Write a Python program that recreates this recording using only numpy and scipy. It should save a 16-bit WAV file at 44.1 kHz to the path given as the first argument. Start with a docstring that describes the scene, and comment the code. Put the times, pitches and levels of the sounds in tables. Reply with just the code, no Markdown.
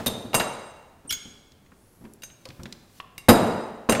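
"""After a short dull click, tools thud and clank down on a wooden workbench in a hard-walled workshop.
An iron G-clamp is loosened from a board: its screw squeaks, rasps free and spins, and its handle clinks.
The board bumps and ticks under the hands and clacks loose. Then the clamp lands heavily on the bench
and tips over. Each blow makes the wood thud or the iron ring, and the walls echo it."""
import sys
import numpy as np
from scipy import signal
from scipy.fft import rfft, irfft
from scipy.io import wavfile

SR = 44100
rng = np.random.default_rng(int(sys.argv[2]) if len(sys.argv) > 2 else 0)


def wrap_up_sound(samples):
    """Save the sound to the file named by the first command line argument, as 16-bit audio."""
    columns = np.atleast_2d(samples).T
    # keep every value between -1 and 1, then stretch to whole-number steps
    tamed = np.clip(columns, -1, 1)
    steps = np.round(tamed * 32767).astype(np.int16)
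    wavfile.write(sys.argv[1], SR, steps)


N = 176400
T = np.arange(N) / SR

# A short dull click as the sound begins, then blows on the bench.
# Each row: start in seconds, thud in dB, clatter in dB, clatter pitch in Hz.
DULL_KNOCKS = [(0.001, -31, -33.5, 624), (0.063, -26.5, -26, 368), (0.079, -27.5, -28.5, 496),
               (0.248, -33, -46, 376), (0.332, -40, -29, 600), (0.343, -21, -16.5, 556),
               (0.349, -31, -22, 880), (0.4, -32.5, -19, 930), (3.2852, -18, -9.5, 480),
               (3.2891, -7, -5.5, 417), (3.298, -22.5, -8.5, 647), (3.8896, -20, -13, 384),
               (3.8945, -22.5, -19.5, 900), (3.922, -22.5, -22, 1190), (3.949, -43, -22.5, 1180),
               (3.998, -22, -16.5, 1260)]
# Iron hits iron, with a crack: a short, unpitched snap of noise.
# Each row: start in seconds, ring in dB, favoured pitch in Hz, crack in dB, an unused number.
IRON_CLANKS = [(0.0612, -28, 10400, -19, 8000), (0.069, -32, 7500, -15, 5000),
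               (0.079, -46, 11000, -23, 5000), (0.332, -37, 2900, -55, 3020),
               (0.343, -24.5, 3050, -14, 5000), (0.348, -16.5, 8000, -14.5, 4000),
               (0.398, -24, 3430, -49, 1500), (2.2209, -44, 2960, -40, 2650),
               (2.235, -44.5, 7800, -32, 3000), (3.1795, -37.5, 2300, -28, 8990),
               (3.287, -14, 11200, -28, 7000), (3.291, -15, 4600, -8, 2950), (3.297, -20, 12800, -17, 4000),
               (3.8953, -18.5, 7700, -22.5, 3500), (3.923, -41, 9600, -18, 3000)]
# The screw and jaw slip. Each row: start in seconds, length in seconds, base pitch in Hz, level in dB.
SCREW_SQUEAKS = [(0.062, 0.0095, 11900, -25.5), (0.078, 0.0072, 13100, -28), (1.074, 0.016, 8350, -41),
                 (1.091, 0.027, 5420, -33), (1.092, 0.009, 9700, -34.5), (1.093, 0.014, 2850, -34.5),
                 (1.102, 0.013, 3100, -27.5), (1.126, 0.0165, 2103, -38), (3.922, 0.0155, 2743, -26.5)]
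# Hands bump the board; the row at 1.109 s is a faint low microphone thump as the screw squeaks.
# Each row: start in seconds, level in dB, pitch in Hz.
SOFT_BUMPS = [(1.05, -43.5, 300), (1.109, -39, 60.3), (1.255, -41, 229), (1.719, -51.5, 202),
              (2.01, -41.5, 201), (2.04, -37.5, 220), (2.455, -40.5, 520), (2.49, -38.5, 127),
              (2.594, -33, 107), (2.632, -39, 146), (2.656, -38, 229), (2.725, -43.5, 90)]
# Board and jaw tick. Each row: start in seconds, level in dB, pitch in Hz.
BOARD_TICKS = [(1.519, -48, 3900), (1.662, -55.5, 2500), (1.718, -51.5, 1210), (2.052, -49.5, 1980),
               (2.136, -36.5, 9000), (2.233, -39, 1900), (2.3, -49, 1890), (2.454, -33, 3700),
               (2.488, -39.5, 4000), (2.503, -40.5, 2310), (2.597, -46.5, 1000), (2.633, -34, 5560),
               (2.656, -35, 2200), (2.725, -30, 3700), (3.001, -34.5, 2400)]
# The thread rasps; hands and jaw rub the board. 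Each row: time in seconds, level in dB.
RASP_LEVELS = [(1.103, -45), (1.107, -26.5), (1.119, -32.5), (1.126, -26.5), (1.137, -36.5), (1.16, -46)]
RUB_LEVELS = [(2.3, -74), (2.5, -63), (2.88, -68), (2.985, -56.5), (3.02, -68), (3.15, -92)]
# The spinning screw. Each row: time in seconds, level in dB, pitch in Hz.
SPIN_CURVE = [(1.7, -82, 7800), (1.8, -71, 9500), (1.95, -68.5, 11200), (2.17, -73, 10800)]
# The notes each thing rings with. Each row: pitch in Hz, level in dB, seconds to fade by 60 dB (t60).
BENCH_NOTES = [(68.5, -1.5, 0.058), (111.7, 3.5, 0.15), (157, 0, 0.11), (231.6, 3, 0.16),
               (287.2, -4.5, 0.26), (609.3, -3.5, 0.23), (848, -16.5, 0.083), (1183, -13, 0.085)]
ROOM_NOTES = [(109, -24.5, 1), (225.8, -14.5, 0.98), (349, -17.5, 0.5), (447.4, -16, 0.99),
              (518, -17, 0.47)]
CLAMP_NOTES = [(2200, 2.5, 0.049), (2780, 7, 0.11), (3838, 9, 0.053), (4860, 1.5, 0.13), (5000, -3, .1),
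               (6170, 1.5, 0.11), (6727, -3.5, 0.14), (7595, -7, 0.29), (8532, 0, 0.24), (9340, 2, 0.16),
               (10510, -7.5, 0.17), (11320, -5.5, 0.19), (11630, -7.5, 0.19), (12615, -2, 0.16),
               (13400, 0, 0.1), (14880, -8, 0.21)]
TOOL_NOTES = [(3666, 6.9, 0.14)]
SCREW_NOTES = [(1500, -3.5, 0.0094), (2220, -14, 0.03), (3100, -4.5, 0.019), (3340, 0, 0.021),
               (5070, -12, 0.036), (6600, -12, 0.14), (12400, -10, 0.033), (14900, -21, 0.12)]
HANDLE_NOTES = [(3849, -5, .08), (6158, -2, .18), (6541, -1, .19), (13070, -4, .1)]
BOARD_NOTES = [(1157, 4, 0.032), (1780, -6, 0.018), (2700, 0, 0.014)]
# How long the room echoes. Each row: pitch in Hz, seconds to fade by 60 dB.
ECHO_FADES = [(60, 0.6), (250, 0.86), (1000, 1.17), (2500, 1.0), (5000, 0.82), (9000, 0.87), (15000, 0.42)]
# The tone of the echo and of the room's steady hush. Each row: pitch in Hz, relative level in dB.
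ECHO_LEVELS = [(50, -16), (150, -1.5), (400, 0.5), (900, 1), (2000, -7), (3500, -6), (8000, -9),
               (15000, -20)]
HUSH_LEVELS = [(20, -2), (50, 0), (110, 2.5), (300, -5), (1000, -15), (3000, -25), (8000, -28),
               (15000, -30.5)]


def from_db(db):
    """Turn decibels into a multiplier."""
    return 10 ** (np.asarray(db) / 20)


def rms_one(x):
    """Scale a sound to an average power of one."""
    return x / np.sqrt(np.mean(x ** 2) + 1e-20)


def at_hz(points, hz):
    """Read between a table's rows, spacing pitches by octaves."""
    pitches, values = np.transpose(points)
    return np.interp(np.log(hz + 1e-3), np.log(pitches), values)


def level(rows):
    """Loudness that follows rows of seconds and dB, silent outside them."""
    return from_db(np.interp(T, *np.transpose(rows), left=-150, right=-150))


def add(out, start, x):
    """Mix x into out at start seconds."""
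    i = int(np.clip(start * SR, 0, N - 1))
    out[i:i + len(x)] += x[:N - i]


def band(x, low_hz, high_hz):
    """Keep the part of a sound between two pitches."""
    return signal.sosfilt(signal.butter(2, [low_hz, high_hz], "band", fs=SR, output="sos"), x)


def noise(gain, size=N):
    """Noise whose strength at each pitch follows gain(hz)."""
    hz = np.arange(size // 2 + 1) * SR / size + 1
    phases = np.exp(2j * np.pi * rng.random(len(hz)))
    return rms_one(irfft(gain(hz) * phases, size))


def hump(centre_hz, slope_db):
    """A broad peak whose sides fall by slope_db an octave."""
    return lambda hz: from_db(-slope_db * np.hypot(np.log2(hz / centre_hz), 1))


def burst(gain, t60, attack_s, size=8192):
    """One contact sets off so many short notes that they blend into noise."""
    t = T[:size]
    fade = from_db(-60 * t / t60) * (1 - np.exp(-t / attack_s))
    return rms_one(noise(gain, size) * fade) * np.sqrt(np.mean(fade ** 2))


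def ring(notes, blur_hz=0, gain=lambda hz: 1, size=26000):
    """A struck thing rings with notes that each fade; if it is loose, their pitches blur."""
    t, out = T[:size], 0
    for k, (hz, db, t60) in enumerate(notes):
        blur = np.cumsum(rng.normal(size=size)) * np.sqrt(2 * np.pi * blur_hz / SR)
        fade = gain(hz) * from_db(db + rng.normal() - 60 * t / t60)
        out = out + fade * np.sin(2 * np.pi * hz * t + blur) * (-1) ** k
    return out


def bench():
    """After the opening click, blows make the bench thud and clatter and the room boom."""
    wood, boom = np.zeros(N), np.zeros(N)
    for start, thud_db, clatter_db, hz in DULL_KNOCKS:
        add(wood, start, from_db(thud_db - 6.5) * ring(BENCH_NOTES))
        add(wood, start, from_db(clatter_db) * burst(hump(hz, 12), t60=0.086, attack_s=0.0001))
        add(boom, start, from_db(thud_db) * ring(ROOM_NOTES, size=44100))
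    return wood, boom


def bench_echo(wood, bands=17):
    """The room scatters the bench's clatter into noise that fades band by band."""
    out, edges = 0, np.geomspace(45, 16000, bands + 1)
    white = rng.standard_normal((2, N))
    for k, (low, high) in enumerate(zip(edges, edges[1:])):
        centre = np.sqrt(low * high)
        keep = from_db(-120 / (at_hz(ECHO_FADES, centre) * SR))  # share of energy left after one sample
        power = band(wood + 1e-12 * white[0], low, high) ** 2
        energy = signal.lfilter([1 - keep], [1, -keep], power)
        hiss = rms_one(band(white[k % 2], low, high))
        out = out + np.sqrt(energy) * hiss * from_db(at_hz(ECHO_LEVELS, centre))
    return out


def clanks(favour_db=10, favour_octaves=0.51):
    """The clamp cracks and rings, the spot struck favouring some notes; a tool rings as it is put down."""
    rings, cracks = np.zeros(N), np.zeros(N)
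    for start, ring_db, spot_hz, crack_db, _ in IRON_CLANKS:
        def favour(hz):
            closeness = np.exp(-(np.log2(hz / spot_hz) / favour_octaves) ** 2)
            return from_db(favour_db * (closeness - 1.5))
        add(rings, start, from_db(ring_db) * ring(CLAMP_NOTES, blur_hz=20, gain=favour))
        add(cracks, start, from_db(crack_db) * burst(np.ones_like, t60=0.022, attack_s=0.00047))
    add(rings, 0.066, from_db(-27.5) * ring(TOOL_NOTES, blur_hz=70))
    return rings + signal.sosfilt(signal.butter(2, 14000, fs=SR, output="sos"), cracks)


def wall_echo(x, build_s=0.0015, size=65536):
    """Bounces off the hard walls blend into an echo that builds up and fades band by band."""
    t, hz = T[:size], np.arange(size // 2 + 1) * SR / size + 1
    white = rfft(noise(np.ones_like, size))
    tail, centres = 0, np.geomspace(40, 16000, 18)
    for k, centre in enumerate(centres):
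        share = np.interp(np.log(hz), np.log(centres), np.arange(len(centres)) == k)
        fade = from_db(-60 * t / at_hz(ECHO_FADES, centre)) * (1 - np.exp(-(t / build_s) ** 2))
        gain = from_db(at_hz(ECHO_LEVELS, centre)) / np.linalg.norm(fade)
        tail = tail + gain * fade * irfft(white * share)
    return signal.fftconvolve(x, tail)[:N]


def squeaks(sag=0.145, settle=4, roughness=0.014, overtone_db=-13.5):
    """The screw and jaw slip, squeaking in short falling chirps."""
    out = np.zeros(N)
    for start, length, hz, db in SCREW_SQUEAKS:
        progress = np.arange(int(length * SR)) / (length * SR)
        wobble = noise(hump(300, slope_db=11), size=4096)[:len(progress)]
        pitch = hz * (1 + sag * np.exp(-settle * progress) + roughness * wobble)
        phase = 2 * np.pi * np.cumsum(pitch) / SR
        tone = sum(from_db(overtone_db * (k - 1)) * np.sin(k * phase) for k in (1, 2, 3) if k * hz < SR / 2)
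        add(out, start, from_db(db) * np.sqrt(2) * np.sin(np.pi * progress) * tone)
    return out


def board(bump_t60=0.16, tick_cycles=80):
    """The handled board bumps, ticks, rubs and clacks free; the microphone thumps once."""
    out = np.zeros(N)
    for start, db, hz in SOFT_BUMPS:  # a low note with a duller thud around it
        add(out, start, ring([(hz, db, bump_t60)], blur_hz=23))
        add(out, start, from_db(db - 5.5) * burst(hump(hz, 11.5), t60=bump_t60, attack_s=0.0013))
    for start, db, hz in BOARD_TICKS:  # higher ticks die sooner
        add(out, start, from_db(db) * burst(hump(hz, 21.5), t60=tick_cycles / hz, attack_s=0.0004))
    add(out, 3.001, from_db(-32.5) * ring(BOARD_NOTES, blur_hz=40))
    return out + level(RUB_LEVELS) * noise(hump(4000, slope_db=3))


def rasp(slips_per_s=3000, grit_db=1.5):
    """The thread breaks loose in tiny uneven slips, each ringing the screw."""
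    slipping = rng.random(N) < slips_per_s / SR
    slips = slipping * rng.normal(size=N) * np.sqrt(SR / slips_per_s) * level(RASP_LEVELS)
    screw = ring(SCREW_NOTES)
    ringing = signal.fftconvolve(slips, screw / np.linalg.norm(screw))[:N]
    return ringing + from_db(grit_db) * band(slips, 1600, 10000)


def spin(width_hz=1200, hiss_db=-1):
    """The freed screw swishes in its thread, rising in pitch as it gathers speed."""
    times, db, hz = np.transpose(SPIN_CURVE)
    phase = 2 * np.pi * np.cumsum(np.interp(T, times, hz)) / SR
    swish = rms_one(noise(lambda f: 1 / (1 + (f / width_hz) ** 2)) * np.sin(phase))
    hiss = from_db(hiss_db) * noise(hump(8300, slope_db=15))
    return level(np.c_[times, db]) * (swish + hiss)


def handle():
    """The screw's sliding handle clinks once."""
    out = np.zeros(N)
    add(out, 2.235, from_db(-40) * ring(HANDLE_NOTES, blur_hz=3))
    return out


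def scene():
    """Bench, clamp and board echo over the room's hush and the fading tail of an earlier knock."""
    wood, boom = bench()
    iron = clanks()
    handling = squeaks() + board() + rasp() + spin() + handle()
    echo = wall_echo(from_db(-1) * iron + from_db(-3) * handling) + from_db(-1) * bench_echo(wood)
    knock_tail = from_db(-41 - 60 * T / 0.71) * noise(hump(420, slope_db=6))
    hush = from_db(-57.5) * noise(lambda hz: from_db(at_hz(HUSH_LEVELS, hz)))
    return (wood + boom + iron + handling + echo + knock_tail + hush)[None]


def record(dry, thump_db=-14, cutoff_hz=15700):
    """A slightly lopsided input adds faint low thumps to hits; peaks clip and the top treble is cut."""
    thump = band(np.abs(dry), 12, 35)
    clipped = np.clip(dry - from_db(thump_db) * thump, -1, 1)
    return signal.sosfilt(signal.ellip(10, .1, 80, cutoff_hz, fs=SR, output="sos"), clipped)


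dry = scene()
out = record(dry)
wrap_up_sound(out)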